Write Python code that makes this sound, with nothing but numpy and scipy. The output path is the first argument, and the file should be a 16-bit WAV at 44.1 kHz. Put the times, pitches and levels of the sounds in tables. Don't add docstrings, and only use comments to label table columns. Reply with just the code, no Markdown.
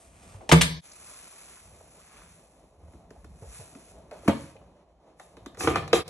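import sys
import numpy as np
from scipy import signal
from scipy.fft import rfft, irfft, next_fast_len
from scipy.io import wavfile
from scipy.ndimage import uniform_filter1d

SR = 44100
rng = np.random.default_rng(int(sys.argv[2]) if len(sys.argv) > 2 else 0)


def output_pcm(signal):
    pcm = np.clip(np.atleast_2d(signal).T, -1, 1) * 32767
    wavfile.write(sys.argv[1], SR, np.round(pcm).astype(np.int16))


N = 268569
T = np.arange(N) / SR
FFT_SIZE = next_fast_len(N + SR)
FREQS = np.arange(FFT_SIZE // 2 + 1) * SR / FFT_SIZE

# (frequency [Hz], level [dB], t60 [s])
DRAWER_MODES = [(92.4, -13.5, 0.254), (153, -10, 0.1), (343, -3, 0.071), (393, -3.5, 0.017),
                (446, 0.5, 0.038), (518, -1.5, 0.038), (656, -6.5, 0.06), (780, -4.5, 0.07),
                (967, -8, 0.044), (1210, 0, 0.036), (1515, -6, 0.028), (1763, -13, 0.074), (2360, 0, 0.024),
                (2730, -3, 0.013)]
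# (time [s], fade out [s], fade in [s])
CUT_FADES = [(.812, 0.027, 0.043), (6.039, 0.031, 0.096)]


def door_slam():
    # (time [s], ring [dB], contact [ms], favoured pitch [Hz], crack [dB], crack centre [Hz])
    blows = [(.491, -17.5, 2.46, 840, -24, 2958), (.5145, -11, 1.45, 1400, -9.5, 1277),
             (.519, -3.5, 4.5, 544, -18, 3990), (.522, -6.5, 5.4, 148, -13, 7500),
             (.525, -22, 2, 750, -13.5, 600), (.5285, -20.5, 4, 230, -19.5, 1998)]
    # (frequency [Hz], level [dB], t60 [s])
    cabinet_modes = [(77.8, -8, 0.19), (107, -16, 0.2), (161.7, 0, .27), (171, -9.5, 0.41),
                     (247.5, -9, 0.22), (350, -9, 0.1), (457.2, -9, 0.1), (622, -7, 0.063),
                     (813, -5.5, .05), (898, -5.5, 0.072), (1130, -13, 0.036), (1600, -10.5, 0.16),
                     (2330, -20, .08)]
    return struck(blows, cabinet_modes, crack_rise_ms=1.5, crack_t60=.09)


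def door_latch():
    # (time [s], ring [dB], contact [ms], favoured pitch [Hz], crack [dB], crack centre [Hz])
    blows = [(.610, -19, 0.35, 3780, -14, 1996), (.614, -23, 0.06, 6000, -13, 7056),
             (.622, -26, 1.5, 3770, -31, 3800), (.631, -20, 1.1, 3750, -27, 3820)]
    # (frequency [Hz], level [dB], t60 [s])
    modes = [(1880, -10, .05), (2300, -10, .04), (3000, -10, .04), (3640, -6, .04), (3820, -6, .035),
             (4250, -8, .05), (5970, -4, .04), (8250, -8, .04)]
    return struck(blows, modes, crack_rise_ms=2.9, crack_t60=.1)


def drawer_knocks():
    # (time [s], ring [dB], contact [ms], favoured pitch [Hz], crack [dB], crack centre [Hz])
    blows = [(5.606, -31.5, 0.85, 1240, -28, 1760), (5.634, -29, 4.22, 390, -31.5, 2490),
             (5.673, -15, 0.97, 926, -16.5, 1060), (5.676, -15, 5.4, 330, -49, 1710),
             (5.708, -28, 1.2, 480, -42, 1200), (5.7565, -15, 1.67, 1270, -22.5, 1740),
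             (5.877, -41, 0.62, 1110, -37, 3700), (5.9295, -23, 1.8, 1430, -13.5, 2500),
             (5.930, -5.5, 6.24, 516, -14, 600), (6.078, -55, 0.31, 2228, -28, 5650)]
    return struck(blows, DRAWER_MODES, crack_rise_ms=1.9, crack_t60=.042)


def drawer_slide():
    # (time [s], level [dB])
    stroke = [(5.56, -85), (5.6, -39), (5.645, -31.5), (5.67, -35.5), (5.72, -30), (5.745, -35),
              (5.78, -30), (5.82, -44), (5.87, -61), (5.93, -41)]
    start_s, bite_s, stop_s = stroke[0][0], stroke[1][0], stroke[-1][0]
    push = ((T > start_s) & (T < stop_s)) * undb(over_time(stroke)[0])
    shut_s, rattle_t60, hiss_t60 = 5.945, .263, .12
    since_shut = np.maximum(T - shut_s, 0)
    shut = np.clip((T - stop_s) / (shut_s - stop_s), 0, 1)
    scrape_env = push + shut * undb(-24.5 - 60 * since_shut / rattle_t60)
    hiss_env = push * undb(-3 - 92 * np.maximum(T - bite_s, 0))
    hiss_env += shut * undb(-30 - 60 * since_shut / hiss_t60)
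    pole = np.exp(-1 / (.07 * SR))
    boom_env = undb(-8) * signal.lfilter([1 - pole], [1, -pole], scrape_env)
    slips = crackle(per_s=4000, spread_db=2.5)
    held_modes = [(hz, db - .3 * k, .3 * t60) for k, (hz, db, t60) in enumerate(DRAWER_MODES)]
    hiss = unit(butter(rng.standard_normal(N), [4500, 11000], "bandpass"))
    boom = boom_env * unit(ring(np.gradient(slips), DRAWER_MODES[:2]))
    scrape = scrape_env * undb(2.7 * wander(70)) * unit(ring(slips, held_modes))
    return boom + scrape + hiss_env * undb(3.4 * wander(47)) * hiss


def carton_set_down():
    # (time [s], ring [dB], contact [ms], favoured pitch [Hz], crack [dB], crack centre [Hz])
    blows = [(4.277, -20.5, 0.96, 1130, -24.5, 1090), (4.279, -10.5, 1.75, 261, -29.5, 7100),
             (4.293, -11.5, 3, 265, -27, 580)]
    # (frequency [Hz], level [dB], t60 [s])
    modes = [(86, -21, 0.17), (189.6, -5, 0.068), (260, -2.5, 0.033), (317.6, -8, 0.19), (442, -10, 0.056),
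             (543, -10.5, 0.067), (674.4, -10, 0.14), (927, -1, 0.19), (1160, -2.5, 0.059),
             (1420, -24, 0.072), (2180, -26.5, 0.043), (2400, -18.5, 0.0525)]
    return struck(blows, modes, crack_rise_ms=2, crack_t60=.1)


def light_taps():
    # (time [s], ring [dB], ring pitch [Hz], ring t60 [s], click [dB])
    taps = [(.340, -47, 770, 0.068, -54), (.403, -42.5, 810, 0.049, -68), (.913, -40.5, 6000, 0.032, -54),
            (1.563, -54, 1340, 0.097, -53), (1.802, -47, 550, 0.068, -64.5), (2.215, -50, 1223, .04, -51.5),
            (2.877, -53, 660, 0.06, -63), (2.934, -44, 291, 0.095, -59), (3.105, -45.5, 346, 0.1, -50),
            (3.157, -51.5, 609, 0.076, -72.5), (3.244, -46.5, 303, 0.065, -47.5),
            (3.417, -46, 540, 0.22, -58), (3.592, -45, 553, 0.17, -65), (3.750, -43.5, 266, 0.085, -48.5),
            (3.95, -51.5, 588, 0.092, -70), (4.111, -38, 589, 0.19, -45.5), (4.230, -44, 590, 0.047, -70),
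            (4.253, -36.5, 249, 0.11, -60), (4.561, -52.5, 2495, 0.032, -70), (4.55, -50.5, 550, 0.25, -75),
            (4.608, -51.5, 556.6, 0.12, -75), (5.197, -43, 825, 0.063, -41.5),
            (5.368, -43, 382.8, 0.07, -47.5), (5.460, -32, 305, 0.047, -38),
            (5.546, -44, 1290, 0.027, -50.5), (5.571, -40, 438, 0.087, -45)]
    out = np.zeros(N)
    for s, ring_db, hz, t60, click_db in taps:
        add(out, s + .003, undb(ring_db) * burst(hz, t60, width=.58, rise_ms=3.6))
        add(out, s, undb(click_db) * burst(hz=1200, t60=.03, width=.9, rise_ms=1.5))
        add(out, s, undb(click_db - 4) * burst(hz=4000, t60=.03, width=2.2, rise_ms=1))
    return out


def footsteps():
    # (time [s], level [dB], final pitch [Hz], extra pitch at the start [share])
    steps = [(.345, -37.5, 92.5, .1), (2.778, -50.5, 65, 0.19), (2.829, -44.5, 70, 0.18),
             (2.88, -45, 62.1, 0.37), (2.944, -45.5, 61.5, 0.2), (3.173, -43, 59.5, 0.13),
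             (3.418, -38.5, 68.4, 1.07), (3.467, -37, 52, 0.15), (3.591, -39.5, 65, 1.74),
             (5.412, -48, 108, 0.054)]
    out = np.zeros(N)
    decay = fade(t60=.1423)
    env = decay * np.minimum(T[:len(decay)] / .008, 1)
    for s, db, hz, sag in steps:
        cycles = np.cumsum(hz * (1 + sag * decay)) / SR
        add(out, s, undb(db) * env * np.sin(2 * np.pi * cycles))
    return out


def powder_and_rustle():
    # (time [s], level [dB])
    flow = [(.8, -53), (.9, -52), (1.25, -50.5), (1.5, -52), (1.65, -57.5), (1.9, -61.5), (2.22, -58),
            (2.4, -63.5), (2.7, -73)]
    # (start [s], rise [s], hold [s], level [dB], dull part against bright [dB])
    rustles = [(-.1, 0.11, .03, -62, -1.5), (.05, .2, 0.1, -62, 7.5), (1.99, 0.18, 0.027, -60, 11),
               (2.75, 0.17, .02, -66, -3), (3.089, .02, 0.21, -69, -1), (3.406, 0.15, 0.026, -48, -5),
               (3.5, 0.11, 0.29, -59, -5), (4.107, 0.018, .04, -67, 12), (4.157, 0.14, 0.13, -54.5, 5),
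               (5.174, 0.029, .02, -62, -8), (5.256, 0.13, 0.34, -76, 2)]
    # (frequency [Hz], level [dB])
    grain_spectrum = [(500, -9.5), (1200, 2.5), (1900, -4.5), (2500, -1), (2900, -6), (4000, -6.5),
                      (6500, -2.5), (10500, 1), (12000, -11.5), (14000, -38)]
    rise_db, fall_db_per_s, pour_dull_db = 15, 109.5, -3.5
    pour = undb(over_time(flow)[0]) * (T > flow[0][0])
    pour *= undb(-fall_db_per_s * np.maximum(T - flow[-1][0], 0))
    bright_power, dull_power = pour ** 2, (pour * undb(pour_dull_db)) ** 2
    for s, rise, hold, db, dull_db in rustles:
        rising = rise_db * np.maximum(s + rise - T, 0) / rise
        falling = fall_db_per_s * np.maximum(T - s - rise - hold, 0)
        bright_power += undb(db - rising - falling) ** 2
        dull_power += undb(db + dull_db - rising - falling) ** 2
    grains = unit(colour(crackle(per_s=6000, spread_db=.59), eq_curve(grain_spectrum)))
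    dull = signal.lfilter(*signal.butter(1, 3000, fs=SR), grains)
    flicker = undb(.8 * wander(25) + 1.2 * wander(7))
    return flicker * (np.sqrt(dull_power) * dull + np.sqrt(bright_power) * (grains - dull))


def room_tone():
    # (time [s], rumble [dB], murmur [dB])
    swells = [(0, -67, -63.5), (.3, -53, -61.5), (.45, -60.5, -56), (.8, -68.5, -65), (1.5, -67.5, -64),
              (2.7, -64, -62.5), (3.3, -58.5, -61), (3.7, -66.5, -61.5), (4.2, -56.5, -55.5),
              (4.55, -63.5, -60), (4.9, -72.5, -65.5), (5.2, -69, -61.5), (5.5, -59, -58.5),
              (6.09, -57.5, -46)]
    # (frequency [Hz], level [dB])
    rumble_spectrum = [(15, -37.5), (25, -5), (59, 5.5), (134, -8.5), (167, 0), (195, -8.5), (250, -11.5),
                       (320, -39), (550, -120)]
    # (frequency [Hz], level [dB])
    murmur_spectrum = [(100, -32), (165, -8), (210, -14), (300, -11.5), (450, -10.5), (530, -10),
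                       (660, -6.5), (800, -12.5), (1100, -18), (1500, -28.5), (2030, -31.5), (11000, -40),
                       (12500, -78)]
    rumble_db, murmur_db = over_time(swells)
    rumble = unit(colour(rng.standard_normal(N), eq_curve(rumble_spectrum) * (FREQS < 260)))
    murmur = unit(colour(rng.standard_normal(N), eq_curve(murmur_spectrum)))
    return undb(rumble_db + 3 * wander(16)) * rumble + undb(murmur_db + 2 * wander(25)) * murmur


def room_reverb(x):
    # (frequency [Hz], t60 [s])
    decay_times = [(60, 0.63), (250, 0.44), (1000, 0.42), (4000, 0.46), (11000, 0.19)]
    decay_hz, decay_s = np.transpose(decay_times)
    tail, noise = np.zeros(N), rng.standard_normal(SR)
    for hz in 62.5 * 2. ** np.arange(8):
        t60 = np.interp(np.log(hz), np.log(decay_hz), decay_s)
        top_hz = hz * 2 ** .5 * (1.6 if hz > 7000 else 1)
        band = butter(noise, [hz / 2 ** .5, top_hz], "bandpass")
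        add(tail, .004, band[:int(t60 * SR)] * fade(t60))
    return x + undb(-8) * colour(x, response(tail))


def mic_ports(x, image):
    hz, lead, alike = np.transpose(image)
    lead, alike = np.interp(FREQS, hz, lead), np.interp(FREQS, hz, alike)
    scatter = rng.standard_normal(SR // 4) * fade(.25)
    stray = np.sqrt((1 - alike) / 2) * response(scatter)
    common = np.sqrt((1 + alike) / 2)
    left = (common + stray) * np.exp(.5j * lead)
    right = (common - stray) * np.exp(-.5j * lead)
    return colour(x, np.array([left, right]))


def struck(blows, modes, crack_rise_ms, crack_t60):
    force, crack = np.zeros(N), np.zeros(N)
    for s, ring_db, contact_ms, favoured_hz, crack_db, crack_hz in blows:
        push = np.hanning(int(contact_ms * SR / 1000) + 3)
        swing = np.sin(2 * np.pi * favoured_hz * T[:len(push)])
        add(force, s, undb(ring_db) * 2 * push / push.sum() * swing)
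        t60 = crack_t60 * (1000 / crack_hz) ** .3
        add(crack, s, undb(crack_db) * burst(crack_hz, t60, width=1.95, rise_ms=crack_rise_ms))
    return ring(force, modes) + crack


def ring(force, modes):
    out = np.zeros(N)
    for k, (hz, db, t60) in enumerate(modes):
        pole = np.exp(2j * np.pi * hz / SR - np.log(1000) / (t60 * SR))
        out += (-1) ** k * undb(db) * signal.lfilter([1], [1, -pole], force).imag
    return out


def burst(hz, t60, width, rise_ms):
    b, a = signal.iirpeak(hz, 1 / width, SR)
    noise = unit(signal.lfilter(b, a, signal.lfilter(b, a, rng.standard_normal(SR // 4))))
    env = fade(min(t60, .2))
    return noise[:len(env)] * env * np.minimum(T[:len(env)] * 1000 / rise_ms, 1)


def crackle(per_s, spread_db):
    clicks = (rng.random(N) < per_s / SR) * rng.standard_normal(N)
    return clicks * undb(spread_db * rng.exponential(size=N))


def wander(rate):
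    hold = int(SR / rate)
    levels = np.repeat(rng.standard_normal(N // hold + 1), hold)
    return 1.3 * uniform_filter1d(uniform_filter1d(levels, hold), hold)[:N]


def fade(t60):
    return np.exp(-np.log(1000) * T[:int(t60 * SR)] / t60)


def eq_curve(table):
    hz, db = np.transpose(table)
    return undb(np.interp(np.log(FREQS + 1), np.log(hz + 1), db))


def over_time(table):
    times, *columns = np.transpose(table)
    return [np.interp(T, times, column) for column in columns]


def response(tail):
    return rfft(tail / np.sqrt(np.sum(tail ** 2)), FFT_SIZE)


def colour(x, gain):
    return irfft(rfft(x, FFT_SIZE) * gain, FFT_SIZE)[..., :N]


def butter(x, hz, kind):
    return signal.sosfilt(signal.butter(2, hz, kind, fs=SR, output="sos"), x)


def add(out, s, x):
    i = int(s * SR)
    out[i:i + len(x)] += x[:len(out) - i]


def undb(db):
    return 10 ** (np.asarray(db) / 20)


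def unit(x):
    return x / np.sqrt(np.mean(x ** 2))


def scene():
    # (frequency [Hz], left lead [rad], likeness [share])
    door_image = [(0, 0, 1), (300, .1, .9), (700, .7, .6), (1300, 1.5, .5), (2000, 0, .4), (4500, .6, .7),
                  (7500, 1.2, .6), (8700, 0, .98), (10200, -3.14, .97), (11900, -6.28, .9),
                  (13600, -9.4, .8)]
    # (frequency [Hz], left lead [rad], likeness [share])
    drawer_image = [(0, 0, 1), (500, 0, .93), (900, -.1, .8), (1700, 0, .97), (2400, 1.4, .75),
                    (2900, 2.4, .4), (3300, 2.2, .3), (4000, 2.2, .3), (4600, 2.5, .6), (4850, 3.14, .95),
                    (5300, 4.5, .7), (5900, 6.28, 1), (6600, 6.8, .87), (8300, 8.8, .9), (8700, 9.35, 1),
                    (9400, 9.5, 1), (10000, 10.2, .92), (11400, 11.9, .8), (11900, 12.56, 1),
                    (22050, 12.56, 1)]
    door = room_reverb(door_slam() + door_latch())
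    chores = room_reverb(carton_set_down() + drawer_knocks() + drawer_slide() + light_taps() + footsteps())
    at_door = T < CUT_FADES[0][0]
    bodies = butter(chores + at_door * door, 50, "highpass")
    mix = bodies + powder_and_rustle() + room_tone()
    return np.where(at_door, mic_ports(mix, door_image), mic_ports(mix, drawer_image))


def record(dry):
    # (frequency [Hz], gain [dB])
    mic_response = [(20, -24.5), (45, 1.5), (70, 4), (1500, 0.5), (2600, 3), (5000, 0), (8500, 2),
                    (10800, 3.5), (11800, -6), (13000, -19.5), (14500, -36)]
    ceiling, top_hz = .97, 15700
    gain = np.ones(N)
    for s, out_s, in_s in CUT_FADES:
        gain *= np.interp(T, [s - out_s, s, s + in_s], [1, .05, 1])
    coloured = colour(dry * gain, eq_curve(mic_response))
    rounded = ceiling * np.tanh(coloured / ceiling)
    return signal.sosfilt(signal.ellip(8, .2, 70, top_hz, fs=SR, output="sos"), rounded)


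dry = scene()
out = record(dry)
output_pcm(out)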